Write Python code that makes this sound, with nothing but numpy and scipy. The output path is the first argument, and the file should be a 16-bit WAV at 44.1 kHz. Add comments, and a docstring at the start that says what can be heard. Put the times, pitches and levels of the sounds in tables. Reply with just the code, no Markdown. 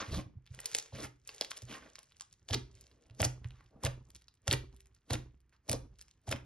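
"""Two hands work a slab of foam-bead slime on a table, close to a two-port microphone in a small quiet room.
For the first two seconds they press it and peel away: crunching beads, wet squelches, sharp sticky snaps.
From 2.5 s the fingers poke in seven times: each touches and sinks with thuds, gulps, a squelch and a burst
of snaps, then lifts out with sticky ticks. Filtered noise, random clicks and short decaying tones make
these sounds; nearby reflections, a wide room tail and still air surround them throughout."""
import sys
import numpy as np
from scipy import signal
from scipy.fft import rfft, irfft, next_fast_len
from scipy.io import wavfile

SR = 44100
rng = np.random.default_rng(int(sys.argv[2]) if len(sys.argv) > 2 else 0)


def dump(signal):
    """Clip the signal to [-1, 1] and save it as 16-bit WAV at the path in sys.argv[1]."""
    limited = np.clip(np.atleast_2d(signal).T, -1, 1)
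    pcm = np.round(limited * 32767).astype(np.int16)
    wavfile.write(sys.argv[1], SR, pcm)


N = 284445
TIME = np.arange(N) / SR

# slow presses and soft rubs with the flat hand; levels are set before the layer gains:
# (peak t/s, rise/s, fall/s, crunch level/dB, fold f/Hz, squelch level/dB, fizz level/dB, weight on table level/dB)
FLAT_HAND_PRESSES = [(.008, 0.042, 0.022, -42, 1492, -45, -57.5, -55),
                     (.06, 0.024, 0.048, -58, 2224, -58.5, -62, -59),
                     (.152, 0.032, 0.034, -48, 3042, -47, -51, -40),
                     (0.197, 0.018, 0.0049, -54, 1990, -45, -64, -35),
                     (0.959, 0.016, 0.026, -53.5, 3646, -51.5, -59, -74),
                     (1.006, 0.018, 0.019, -48, 3486, -44, -52, -66),
                     (1.044, 0.019, 0.014, -48.5, 2415, -45, -46, -70),
                     (1.702, 0.016, 0.04, -55, 4530, -51.5, -61, -78),
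                     (1.747, .03, 0.024, -50, 1800, -51.5, -55.5, -61),
                     (1.841, 0.036, 0.041, -63, 2460, -57.5, -73.5, -52.5),
                     (3.05, 0.21, 0.3, -87, 2426, -72.5, -93, -68),
                     (3.459, 0.013, 0.0088, -68, 1226, -69, -77.5, -43.5),
                     (3.56, 0.053, 0.076, -73.5, 2190, -85, -83, -77),
                     (3.75, 0.023, 0.04, -86, 1000, -62, -93, -58),
                     (5.533, 0.0065, 0.017, -72.5, 1600, -82, -81, -80)]


def gain_of(db):
    """Decibels to amplitude."""
    return 10 ** (np.asarray(db) / 20)


def evened(x):
    """Scales to unit rms."""
    return x / np.sqrt(np.mean(x ** 2) + 1e-20)


def read(points, hz):
    """Reads a table of (f/Hz, value) on a log-frequency axis."""
    f, value = np.transpose(points)
    return np.interp(np.log(hz + 1), np.log(f + 1), value)


def add(mix, s, sound):
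    """Mixes a sound in at time s."""
    part = mix[max(0, round(s * SR)):][:len(sound)]
    part += sound[:len(part)]


def swell(s, rise_s, fall_s, shape=1):
    """An envelope that peaks at time s: pointed for shape 1, rounded for shape 2."""
    distance = abs(TIME - s) / np.where(TIME < s, rise_s, fall_s)
    return np.exp(-np.minimum(distance, 20) ** shape)


def clumps(depth_db, span_s):
    """Pockets give way in little avalanches: a gain that wanders between randomly spaced levels."""
    knots = np.cumsum(rng.exponential(span_s, 6000))
    levels = 2 * rng.random(len(knots)) - 1
    return gain_of(depth_db * np.interp(TIME, knots, levels))


def impulse(db):
    """The sharpest causal click that has this half spectrum, with unit energy."""
    log_gain = np.log(gain_of(np.concatenate([db, db[-2:0:-1]])))
    minimum_phase = np.exp(np.conj(signal.hilbert(log_gain)))
    click = np.fft.ifft(minimum_phase).real
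    return click / np.linalg.norm(click)


def colour(x, points, size=2048):
    """Filters x by a relative spectrum, without smearing attacks backwards."""
    spectrum_db = read(points, np.fft.rfftfreq(size, 1 / SR))
    return signal.oaconvolve(x, impulse(spectrum_db))[:N]


def resonate(x, hz, width_hz):
    """A resonance that follows the curve hz: shift it to zero, smooth, and shift back."""
    turn = np.exp(2j * np.pi * np.cumsum(hz) / SR)
    r = np.exp(-np.pi * width_hz / SR)
    return 2 * (turn * signal.lfilter([1 - r], [1, -r], x / turn)).real


def burst(hz, octaves, size=512):
    """A tiny cavity opening: a click of a cycle or two around its own pitch."""
    away = np.log2((np.fft.rfftfreq(size, 1 / SR) + 50) / hz) / octaves
    return impulse(-22 * np.log10(1 + away ** 2))


def crackle(per_s, spread_db, low_hz, high_hz, octaves, clump_db=7.0, count=14):
    """A swarm of bursts at many pitches, with random strengths and signs; unit rms."""
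    out = np.zeros(N)
    for hz in np.geomspace(low_hz, high_hz, count):
        size = np.minimum(rng.exponential(1, N), 3.5)
        strength = gain_of(spread_db * size) * rng.choice([-1, 1], N)
        happens = rng.random(N) < per_s / count / SR
        clicks = strength * happens * clumps(clump_db, span_s=0.0034)
        out += signal.oaconvolve(clicks, burst(hz, octaves))[:N] * np.sqrt(hz)
    return evened(out)


def pokes():
    """Touching and sinking each give a squeeze, a gulp and a thud; clinging and lifting give sticky pulls."""
    # fingertips touch the skin of the slab, sink through it, and lift out; levels before the layer gains:
    # (touch t/s, sink t/s, sink fade/s, touch level/dB, crunch level/dB, fold f/Hz, wet level/dB, fizz level/dB,
    #  thud level/dB, table ring level/dB re the sink thud, touch gulp f/Hz, sink gulp f/Hz, lift level/dB)
    finger_pokes = [(2.504, 2.538, 0.0065, -49, -38.5, 4295, -39.5, -40.5, -28.5, 2, 868, 475, -62),
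                    (3.2039, 3.248, 0.0079, -40, -40.5, 5330, -36, -32.5, -25.5, 2, 903, 700, -68.5),
                    (3.8393, 3.868, 0.0044, -45.5, -41.5, 1935, -36.5, -39, -26, 1.5, 1209, 700, -67),
                    (4.479, 4.523, 0.015, -45.5, -41.5, 2656, -35, -36, -25, 2, 864, 541, -65.5),
                    (5.106, 5.1359, 0.0096, -46.5, -40.5, 3030, -36.5, -40.5, -27, 2, 906, 592, -83.5),
                    (5.6932, 5.726, 0.021, -46.5, -45.5, 6200, -37.5, -52, -30, 8, 926, 626, -67),
                    (6.279, 6.324, 0.0069, -50.5, -43.5, 3635, -36, -45, -31.5, -2.5, 1035, 762, -78)]
    touch_rise_s, touch_fade_s, sink_rise_s = 0.0046, 0.01, 0.0088
    touch_crunch_db, touch_wet_db, touch_fizz_db = -2.5, 4, -1  # against the touch level
    touch_gulp_lead_s, touch_gulp_db, touch_gulp_fall, touch_gulp_s = 0.005116, 11.5, 0.61, .014
    sink_gulp_lag_s, sink_gulp_db, sink_gulp_fall, sink_gulp_s = .004, 1, .72, .012
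    thud_lag_s, touch_thud_hz, sink_thud_hz, sink_thud_db = .015, 100.5, 101, -4
    touch_ring_db = -3  # against the touch thud
    recoil_s = 0.052
    cling_lag_s, cling_rise_s, cling_fade_s, cling_db = 0.03, 0.013, .05, -18
    lift_after_s, lift_rise_s, lift_fade_s = 0.26, 0.03, 0.2
    squeeze, gulp, thud, pull = [], [], [], []
    for (touch, sink, fade, touch_db, crunch_db, fold_hz, wet_db, fizz_db,
         thud_db, ring_db, push_hz, gulp_hz, lift_db) in finger_pokes:
        squeeze.append((touch, touch_rise_s, touch_fade_s, touch_db + touch_crunch_db, fold_hz,
                        touch_db + touch_wet_db, touch_db + touch_fizz_db))
        squeeze.append((sink, sink_rise_s, fade, crunch_db, fold_hz, wet_db, fizz_db))
        # touching pushes air out from under the fingertips; sinking opens a deeper pocket
        gulp.append((touch - touch_gulp_lead_s, touch_db + touch_gulp_db,
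                     push_hz, push_hz * touch_gulp_fall, touch_gulp_s))
        gulp.append((sink + sink_gulp_lag_s, wet_db + sink_gulp_db,
                     gulp_hz, gulp_hz * sink_gulp_fall, sink_gulp_s))
        # the slab recoils, so a later second push lands harder on the table
        recoil_db = 20 * np.log10((sink - touch) / recoil_s)
        thud.append((touch + thud_lag_s, thud_db, touch_thud_hz, touch_ring_db))
        thud.append((sink + thud_lag_s, thud_db + sink_thud_db + recoil_db, sink_thud_hz, ring_db))
        # the slime ticks as it closes around the sunk fingers, and again as they lift out
        pull.append((sink + cling_lag_s, cling_rise_s, cling_fade_s, crunch_db + cling_db))
        pull.append((touch + lift_after_s, lift_rise_s, lift_fade_s, lift_db))
    return squeeze, gulp, thud, pull


def squeezes(rows, crunch_db=-5.5, fold_db=-3, fold_width_hz=900, bubbles_db=-9, squelch_db=-3,
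             graze_db=-15, graze_s=0.008):
    """Pressure builds and lets go: beads crunch in a pitched fold, bubbles ring, wet folds squelch, air fizzes."""
    # colours of the beads, wet folds and escaping air: (f/Hz, relative level/dB)
    crunch_colour = [(250, -22.5), (600, 0.5), (1200, 10), (2500, 5), (4500, 5.5), (6500, 7), (9000, -17.5),
                     (16000, -40.5)]
    squelch_colour = [(70, -17), (150, -8.5), (230, 4.5), (380, 1.5), (650, -1), (900, -10.5),
                      (1500, -11.5), (4000, -61)]
    fizz_colour = [(2000, -27), (4500, -2), (6500, 2.5), (10500, 2), (13000, -7), (16000, -15.5)]
    power, pitch = np.zeros((3, N)), np.zeros(N)
    for s, rise, fall, beads_db, fold_hz, wet_db, fizz_db in rows:
        # the hand grazes the surface just before each squeeze peaks
        graze = gain_of(graze_db) ** 2 * (TIME < s) * np.exp(-abs(TIME - s) / graze_s)
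        levels = gain_of([beads_db, wet_db, fizz_db])[:, None]
        share = levels ** 2 * (swell(s, rise, fall, shape=1.8) + graze)
        power += share
        pitch += fold_hz * share[0]
    crush, wet, leak = np.sqrt(power) * clumps(depth_db=2.5, span_s=0.012)
    crunch = crackle(per_s=1900, spread_db=1.5, low_hz=700, high_hz=6770, octaves=0.59)
    crunch = colour(crunch, crunch_colour)
    # the fold's pitch is the power-weighted mean of the squeezes, with random wander
    fold_curve_hz = pitch / power[0] * clumps(depth_db=3.6, span_s=0.01)
    fold = resonate(crunch, fold_curve_hz, fold_width_hz)
    bubbles = crackle(per_s=1300, spread_db=2, low_hz=800, high_hz=5000, octaves=.1, clump_db=6, count=23)
    squelch = crackle(per_s=1400, spread_db=2.0, low_hz=182, high_hz=1000, octaves=.6)
    squelch = colour(squelch, squelch_colour)
    fizz = crackle(per_s=7000, spread_db=3, low_hz=5000, high_hz=13000, octaves=.5, clump_db=4)
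    fizz = colour(fizz, fizz_colour)
    beads = gain_of(crunch_db) * evened(crunch) + gain_of(fold_db) * evened(fold)
    beads = beads + gain_of(bubbles_db) * evened(bubbles)
    return crush * beads + gain_of(squelch_db) * wet * evened(squelch), leak * evened(fizz)


def snaps(rows, cycles=0.56, skirt_db=-8, skirt_ratio=2.1, octaves=0.97, hollow_db=-11, hollow_ratio=0.47,
          hollow_wander_octaves=0.73, hollow_spread_db=-1.0, sputter_s=0.0022, sputter_db=-6,
          tear_s=.0005, tear_db=-5):
    """A sharp snap: a rising tear, a cycle or two of pitch over a lower hollow note, and a brief sputter."""
    out, lead = np.zeros(N), 256  # lead in samples, room for the tear
    t = np.arange(-lead, 2 * lead) / SR

    def short_note(f):
        return evened(np.exp(-(t * f / cycles) ** 2) * np.cos(2 * np.pi * (f * t + rng.random())))

    for s, db, hz in rows:
        shreds = rng.standard_normal(len(t))
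        tear = shreds * (t < 0) * np.exp(-abs(t) / tear_s)
        sputter = shreds * (t > 0) * np.exp(-abs(t) / sputter_s)
        instant = evened(1. * (t == 0))
        drive = gain_of(tear_db) * evened(tear) + instant + gain_of(sputter_db) * evened(sputter)
        hollow_hz = hz * hollow_ratio * 2 ** (hollow_wander_octaves * rng.uniform(-1.1, 1))
        note, hollow = short_note(hz), short_note(hollow_hz)
        skirt = evened(np.pad(burst(hz * skirt_ratio, octaves), (lead, 0)))
        hollow_gain = gain_of(hollow_db + hollow_spread_db * rng.standard_normal())
        body = note + hollow_gain * hollow + gain_of(skirt_db) * skirt
        snap = signal.fftconvolve(drive, body)
        # the level is that of the whole snap's energy packed into a millisecond
        add(out, s + 2 * t[0], gain_of(db) * snap / np.linalg.norm(snap) * np.sqrt(SR / 1000))
    return out


def neighbours(rows, count=2):
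    """Two further snaps scattered around each, mostly just after and usually weaker, at nearby pitches."""
    lag_s, spread_s = .003, .0055
    below_db, top_db, spread_db, spread_octaves = -12, -42.5, 1.5, 0.072
    chance = rng.standard_normal((len(rows), count, 3))
    weaker = []
    for (s, db, hz), draws in zip(rows, chance):
        for when, size, tone in draws:
            level_db = min(db + below_db, top_db) + spread_db * size
            weaker.append((s + lag_s + spread_s * when, level_db, hz * 2 ** (spread_octaves * tone)))
    return weaker


def gulps(rows):
    """Wet pockets gape: a few cycles that swell quickly and slide in pitch."""
    out = np.zeros(N)
    for s, db, first_hz, last_hz, length in rows:
        age = np.arange(0, 3, 1 / (length * SR))  # in lengths
        hz = last_hz + (first_hz - last_hz) * np.exp(-(age / 0.5) ** 2)
        envelope = np.sqrt(2 * np.e) * age / 1.05 * np.exp(-(age / 0.67) ** 2)
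        add(out, s, gain_of(db) * envelope * np.sin(2 * np.pi * np.cumsum(hz) / SR))
    return out


def peeling(rows, ticks_db=-9.5, threads_db=-7.0):
    """Sticky threads part from the skin: separate ticks, filled in by finer ones when the pull is strong."""
    # colour of the parting threads: (f/Hz, relative level/dB)
    sticky_colour = [(100, -32), (400, 9), (1000, -6.5), (2500, -1.5), (4500, -4.5), (7000, 0),
                     (11000, -11), (16000, -18)]
    pull = sum(gain_of(db) * swell(s, rise, fade) for s, rise, fade, db in rows)
    ticks = crackle(per_s=260, spread_db=4.5, low_hz=1100, high_hz=10500, octaves=0.5)
    ticks = evened(colour(ticks, sticky_colour))
    threads = crackle(per_s=15000, spread_db=-0.5, low_hz=503, high_hz=12320, octaves=1.0)
    threads = evened(colour(threads, sticky_colour))
    strain = (pull / gain_of(-56.0)) ** 0.73
    return pull * (gain_of(ticks_db) * ticks + gain_of(threads_db) * strain * threads)


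def thuds(rows, cycles=0.83, build_s=0.0045):
    """A soft push of about one cycle, after which the table's modes ring with new phases each time."""
    # what the table rings with: (f/Hz, relative level/dB, t60/s)
    table_modes = [(38.7, -20, 0.5), (51.33, -25, 0.93), (63.3, -23, 0.98), (98, -26, 0.36),
                   (125.3, -5.5, 0.36), (140, -22, 0.5), (152, -14.5, 0.07)]
    out, lead = np.zeros(N), .03  # lead in seconds
    t = np.arange(SR // 2) / SR - lead
    after = np.maximum(t, 0)
    for s, db, hz, ring_db in rows:
        push = -np.cos(2 * np.pi * hz * t) * np.exp(-(t * hz / cycles) ** 2)
        ring = 0
        for f, level, t60 in table_modes:
            ring = ring + gain_of(level - 60 * after / t60) * np.sin(2 * np.pi * (f * after + rng.random()))
        build = 1 - np.exp(-after / build_s)
        add(out, s - lead, gain_of(db) * (push + gain_of(ring_db) * ring * build))
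    return out


def shifting(landings):
    """A dull, lumpy rustle as the slab spreads under each press and settles after each thud."""
    # colour of the moving mass: (f/Hz, relative level/dB)
    mass_colour = [(25, -13.5), (50, 6.5), (110, 5), (200, -7), (350, -8), (600, -21.5), (1100, -19.5),
                   (2500, -49.5)]
    settle_db, lag_s, rise_s, fade_s = -20.5, 0.049, 0.026, 0.086
    resting_db = -79  # the slab never quite rests under the hands
    settling = sum((gain_of(db + settle_db) * swell(s + lag_s, rise_s, fade_s)) ** 2
                   for s, db, *_ in landings)
    spreading = sum((gain_of(weight_db) * swell(s, rise, fall, shape=1.6)) ** 2
                    for s, rise, fall, *_, weight_db in FLAT_HAND_PRESSES)
    lumps = rng.standard_normal(N) * clumps(depth_db=16.5, span_s=0.012)
    lumps = colour(lumps, mass_colour, size=4096)
    return np.sqrt(settling + spreading + gain_of(resting_db) ** 2) * evened(lumps)


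def bounces(slime):
    """Early reflections off nearby surfaces, whose paths shift as the fingers move."""
    # (nominal delay t/s, level/dB)
    surfaces = [(.0021, -14), (.0041, -22)]
    reach = clumps(depth_db=2.5, span_s=0.039)  # stretches and shortens every delay
    return sum(gain_of(db) * np.interp(TIME - delay * reach, TIME, slime, left=0) for delay, db in surfaces)


def standing_waves(x):
    """The room's low modes hum on after any sound that reaches their pitch."""
    # (f/Hz, level/dB, t60/s)
    low_modes = [(312.7, -2, 0.29), (388, -6, 0.7), (666, -9.5, 0.21)]
    t = np.arange(SR) / SR
    ring = 0
    for hz, db, t60 in low_modes:
        scale = 2 * np.log(1000) / (t60 * SR)
        ring = ring + scale * gain_of(db - 60 * t / t60) * np.sin(2 * np.pi * hz * t)
    return signal.oaconvolve(x, ring)[:N]


def room(x, size=256):
    """A diffuse tail of sparse random taps, each band dying at its own rate."""
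    # (f/Hz, t60/s)
    decay = [(100, 0.67), (260, 0.24), (700, 0.24), (1840, 0.29), (4850, 0.27), (12000, 0.22)]
    length = SR * 3 // 4
    taps = rng.standard_normal(length) * (rng.random(length) < .25)
    hz, t, z = signal.stft(taps, SR, nperseg=size)
    fade = gain_of(-60 * t / read(decay, hz)[:, None])
    build = 1 - np.exp(-t / 0.0021)
    tail = signal.istft(z * fade * build, SR, nperseg=size)[1]
    return signal.oaconvolve(x, tail / np.linalg.norm(tail))[:N]


def still_air():
    """The quiet bed of the room: steady noise, strongest in the bass."""
    # (f/Hz, relative level/dB)
    air_colour = [(15, -33.5), (25, -4.5), (72, 2), (141, 0), (200, -10.5), (354, -13.5), (600, -24.5),
                  (1790, -19.5), (4250, -34.5), (6000, -32), (8000, -42.5), (16000, -56.5)]
    noise = colour(rng.standard_normal(N), air_colour, size=8192)
    return gain_of(-78) * evened(noise)


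def ports(spot, around):
    """Two ports: bass nearly in phase, treble wide and mostly out of phase; spot and surround lead separately."""
    # (f/Hz, left's lead for a sound from one spot/rad, the same for surrounding sound/rad,
    #  left minus right level/dB)
    port_pair = [(30, 0, 0, -2.2), (130, -.05, -.05, -1.9), (300, -.25, -.25, 1.2), (600, -.7, -.7, .8),
                 (1000, -.35, -.35, -1.5), (1600, 0, 0, -2.5), (2600, .3, .3, -2.6), (4400, .8, .9, -1.5),
                 (5600, 1.5, 1.5, -.7), (6600, 2.1, 2.1, 0), (7500, 2.62, 3.08, 0), (10000, 2.78, 3.12, 0),
                 (12000, 2.65, 3.12, 0), (16000, 2.35, 3.1, 0)]
    size = next_fast_len(N + SR // 10)
    hz, table = np.fft.rfftfreq(size, 1 / SR), np.array(port_pair)
    spot_lead, around_lead, balance_db = (read(np.column_stack([table[:, 0], column]), hz)
                                          for column in table.T[1:])
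    heard = 0
    for x, lead in ((spot, spot_lead), (around, around_lead)):
        half = np.exp(.5j * lead) * gain_of(balance_db / 2)  # half to the left, its inverse to the right
        heard = heard + rfft(x, size) * np.array([half, 1 / half])
    return irfft(heard, size)[:, :N]


def scene(snaps_db=-1.0, gulps_db=-1, thuds_db=-1, shift_db=-2, room_db=-14.5, wide_db=-16):
    """The slime, its bounces off nearby surfaces, the room, and still air."""
    # event levels are set before the layer gains
    # sharp snaps, loud and faint, some followed by an echo: (t/s, level over a millisecond/dB, centre f/Hz)
    sharp_snaps = [(.4646, -53, 4270), (.475, -52, 3970), (.5428, -51.5, 2630), (.5478, -43, 8800),
                   (.5908, -39, 2130), (.6, -50.5, 7600), (.6037, -34, 9000), (.658, -21.5, 9700),
                   (.6608, -28.5, 9300), (.6765, -50.5, 8000), (.6335, -52, 3000), (.645, -48, 4200),
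                   (.7017, -48.5, 6600), (.7161, -38, 7500), (.7243, -43.5, 4600), (.7335, -40, 5400),
                   (.7436, -35.5, 6960), (.7494, -16, 6300), (.7515, -32.5, 7500), (.7535, -26, 7800),
                   (.7675, -30, 6500), (.7798, -38, 6070), (.7858, -22.5, 6030), (.788, -31.5, 6410),
                   (.7992, -33, 5460), (.8039, -42, 6060), (.826, -42, 6040), (.8603, -46, 5500),
                   (1.2757, -35, 7960), (1.292, -34.5, 3920), (1.3482, -45.5, 9300), (1.363, -48, 7000),
                   (1.3823, -45.5, 5240), (1.4, -55.5, 7500), (1.4115, -18.5, 4520), (1.4213, -32, 4180),
                   (1.4374, -45.5, 7500), (1.4476, -32.5, 5270), (1.4611, -62.5, 7000), (1.508, -33, 7460),
                   (1.5112, -35, 7600), (1.5161, -29.5, 4370), (1.533, -48.5, 3200), (1.5655, -46, 8650),
                   (1.572, -40, 7900), (1.5773, -38, 6400), (1.6202, -42, 6040), (1.6228, -44, 7570),
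                   (1.956, -38.5, 5860), (1.9858, -47, 2950), (1.9902, -41, 7700), (2.0311, -50.5, 7600),
                   (2.1214, -53.5, 3660), (2.1683, -52.5, 7200), (2.2098, -31, 6480), (2.3278, -47, 7040),
                   (2.4845, -50, 6630), (2.488, -33.5, 5750), (2.509, -33, 4060), (2.5298, -32.5, 5460),
                   (2.5329, -25, 5100), (2.539, -29.5, 5300), (2.5436, -20.5, 4840), (2.5468, -21.5, 4000),
                   (2.5484, -33, 5000), (2.7529, -52, 6000), (2.8062, -66, 4260), (2.811, -44, 8800),
                   (2.868, -53, 5560), (2.9147, -56.5, 4470), (3.0238, -62.5, 6740), (3.068, -62, 7500),
                   (3.099, -54.5, 2780), (3.1097, -58.5, 4100), (3.149, -56.5, 7600), (3.2037, -25.5, 5200),
                   (3.2084, -31, 3860), (3.2183, -20, 8350), (3.2294, -20.5, 2230), (3.2381, -32.5, 5200),
                   (3.2454, -23.5, 5450), (3.2503, -17.5, 6600), (3.4451, -43.5, 1860),
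                   (3.5074, -48.5, 2770), (3.608, -52, 1510), (3.662, -61, 4500), (3.8362, -30.5, 6870),
                   (3.8503, -22.5, 7800), (3.8618, -29.5, 3640), (3.8657, -38, 5020), (4.1045, -48.5, 9360),
                   (4.1496, -44.5, 7700), (4.1558, -44, 5600), (4.1629, -44.5, 7400), (4.2208, -54, 6900),
                   (4.2831, -46.5, 4360), (4.341, -60, 8050), (4.4796, -20, 5940), (4.5029, -35.5, 4240),
                   (4.5124, -17, 3150), (4.5166, -37, 2600), (4.5285, -18, 8700), (4.5338, -29.5, 2530),
                   (4.5367, -22, 3440), (4.728, -62, 4460), (4.7648, -52, 9750), (4.7742, -67, 9050),
                   (4.8056, -49, 8800), (4.8588, -56, 9100), (4.9488, -56.5, 7060), (4.965, -62, 5000),
                   (5.1073, -27.5, 3020), (5.1315, -36, 3000), (5.1336, -24, 6900), (5.1367, -43, 3560),
                   (5.1549, -34, 2280), (5.4047, -63.5, 9940), (5.495, -65.5, 7000), (5.5266, -62.5, 1785),
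                   (5.531, -65.5, 3000), (5.5646, -65.5, 5300), (5.6924, -35, 8730), (5.6957, -21.5, 7500),
                   (5.7154, -22, 9630), (5.7177, -30, 9000), (5.7221, -29, 7640), (5.7305, -22, 8740),
                   (5.9877, -51.5, 7440), (5.9935, -51, 6480), (6.0132, -40, 6760), (6.0242, -48.5, 9550),
                   (6.0829, -53, 6300), (6.1122, -52, 5240), (6.2781, -49, 5700), (6.2919, -34, 5800),
                   (6.3134, -28, 8750), (6.3164, -28, 5540), (6.3215, -42, 6050), (6.3256, -25.5, 2400),
                   (6.3279, -29, 1530), (6.362, -39, 2510)]
    # the largest wet pockets gaping: (t/s, level/dB, first f/Hz, last f/Hz, length scale/s)
    wet_pockets = [(.018, -47.5, 379, 270, 0.016), (.146, -46.5, 330, 232, 0.017),
                   (.166, -32, 205, 168, 0.026), (.187, -35.5, 190, 147, 0.012),
                   (.352, -51.5, 200, 140, 0.014), (.7505, -32, 700, 376.5, 0.0043),
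                   (.923, -47.5, 1080, 450, 0.0095), (1.024, -40, 357, 276, 0.024),
                   (1.411, -28.5, 1000, 315, 0.0056), (1.621, -50, 797, 200, 0.011),
                   (2.514, -38.5, 330, 227, 0.018), (2.551, -28.5, 420, 331.3, 0.015),
                   (2.562, -39, 303, 221, 0.029), (3.212, -39, 380, 250, 0.018),
                   (3.23, -24, 790, 576, 0.008), (3.25, -37.5, 400, 252, 0.023),
                   (4.518, -30, 462, 361.4, 0.019), (4.541, -36, 446, 378, 0.02),
                   (5.146, -37.5, 423.6, 284, 0.024), (5.701, -36.5, 383.5, 243, 0.012),
                   (5.738, -44.5, 393, 280, 0.027), (6.335, -36, 351, 220, 0.024)]
    # the palms peel off between presses: (strongest pull t/s, rise/s, fade/s, level/dB)
    palm_pulls = [(.54, 0.041, 0.29, -59), (.67, 0.061, 0.2, -55.5), (.79, 0.048, 0.052, -58),
                  (1.29, 0.023, 0.6, -55), (1.575, 0.016, 0.013, -55.5), (2.0, 0.045, 0.027, -68)]
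    # palms and knuckles landing, felt through the table: (t/s, level/dB, f/Hz, table ring level/dB re the thud)
    hand_landings = [(.09, -38, 105, -3.5), (.164, -37, 140, -2), (.207, -44, 129, -7.5),
                     (.27, -45.5, 108, -7), (.375, -40, 98, -10), (.516, -39.5, 101, -5),
                     (.941, -37.5, 105, -1.5), (1.051, -43, 92.6, -1.5), (1.637, -43.5, 108, 3.5),
                     (2.758, -53, 96.2, -2), (3.114, -48, 108, 3), (3.46, -33, 105, -3)]
    # colour of the wide room tail, weak in the treble: (f/Hz, relative level/dB)
    wide_colour = [(100, 0.5), (400, 9.5), (1000, 11), (5000, -3.5), (6500, 1), (8000, -32), (16000, -17.5)]
    squeeze, gulp, thud, pull = pokes()
    press_squeezes = [press[:-1] for press in FLAT_HAND_PRESSES]
    crush, fizz = squeezes(press_squeezes + squeeze)
    slime = gain_of(snaps_db) * snaps(sharp_snaps + neighbours(sharp_snaps))
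    slime = slime + gain_of(gulps_db) * gulps(wet_pockets + gulp)
    slime = slime + crush + peeling(palm_pulls + pull)
    bounced = bounces(slime)
    low = gain_of(thuds_db) * thuds(hand_landings + thud)
    low = low + gain_of(shift_db) * shifting(hand_landings + thud)
    # the fizz is spread wide, with the same port leads as the reflections
    whole = slime + bounced + fizz
    around = fizz + bounced + gain_of(room_db) * room(whole) + standing_waves(whole)
    # a wide room tail, independent in each channel and weak in the treble
    tail_input = colour(whole, wide_colour)
    wide = gain_of(wide_db) * np.array([room(tail_input), room(tail_input)])
    return ports(slime + low + still_air(), around) + wide


def record(dry):
    """The microphone rings briefly near 10 kHz after each click and dulls the top; then the band limit."""
    # the ports' resonance with a notch above: (f/Hz, relative level/dB)
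    port_response = [(20, 2.5), (7000, -1.6), (8500, -1), (10000, 2.5), (11600, .5), (12400, -10),
                     (13200, -20), (14600, -13), (15500, -16), (16000, -22)]
    heard = gain_of(-3) * np.array([colour(side, port_response) for side in dry])
    edge = signal.firwin(511, 16500, window=("kaiser", 9), fs=SR)  # low-pass edge in Hz
    return signal.oaconvolve(heard, edge[None], "same")


dry = scene()
out = record(dry)
dump(out)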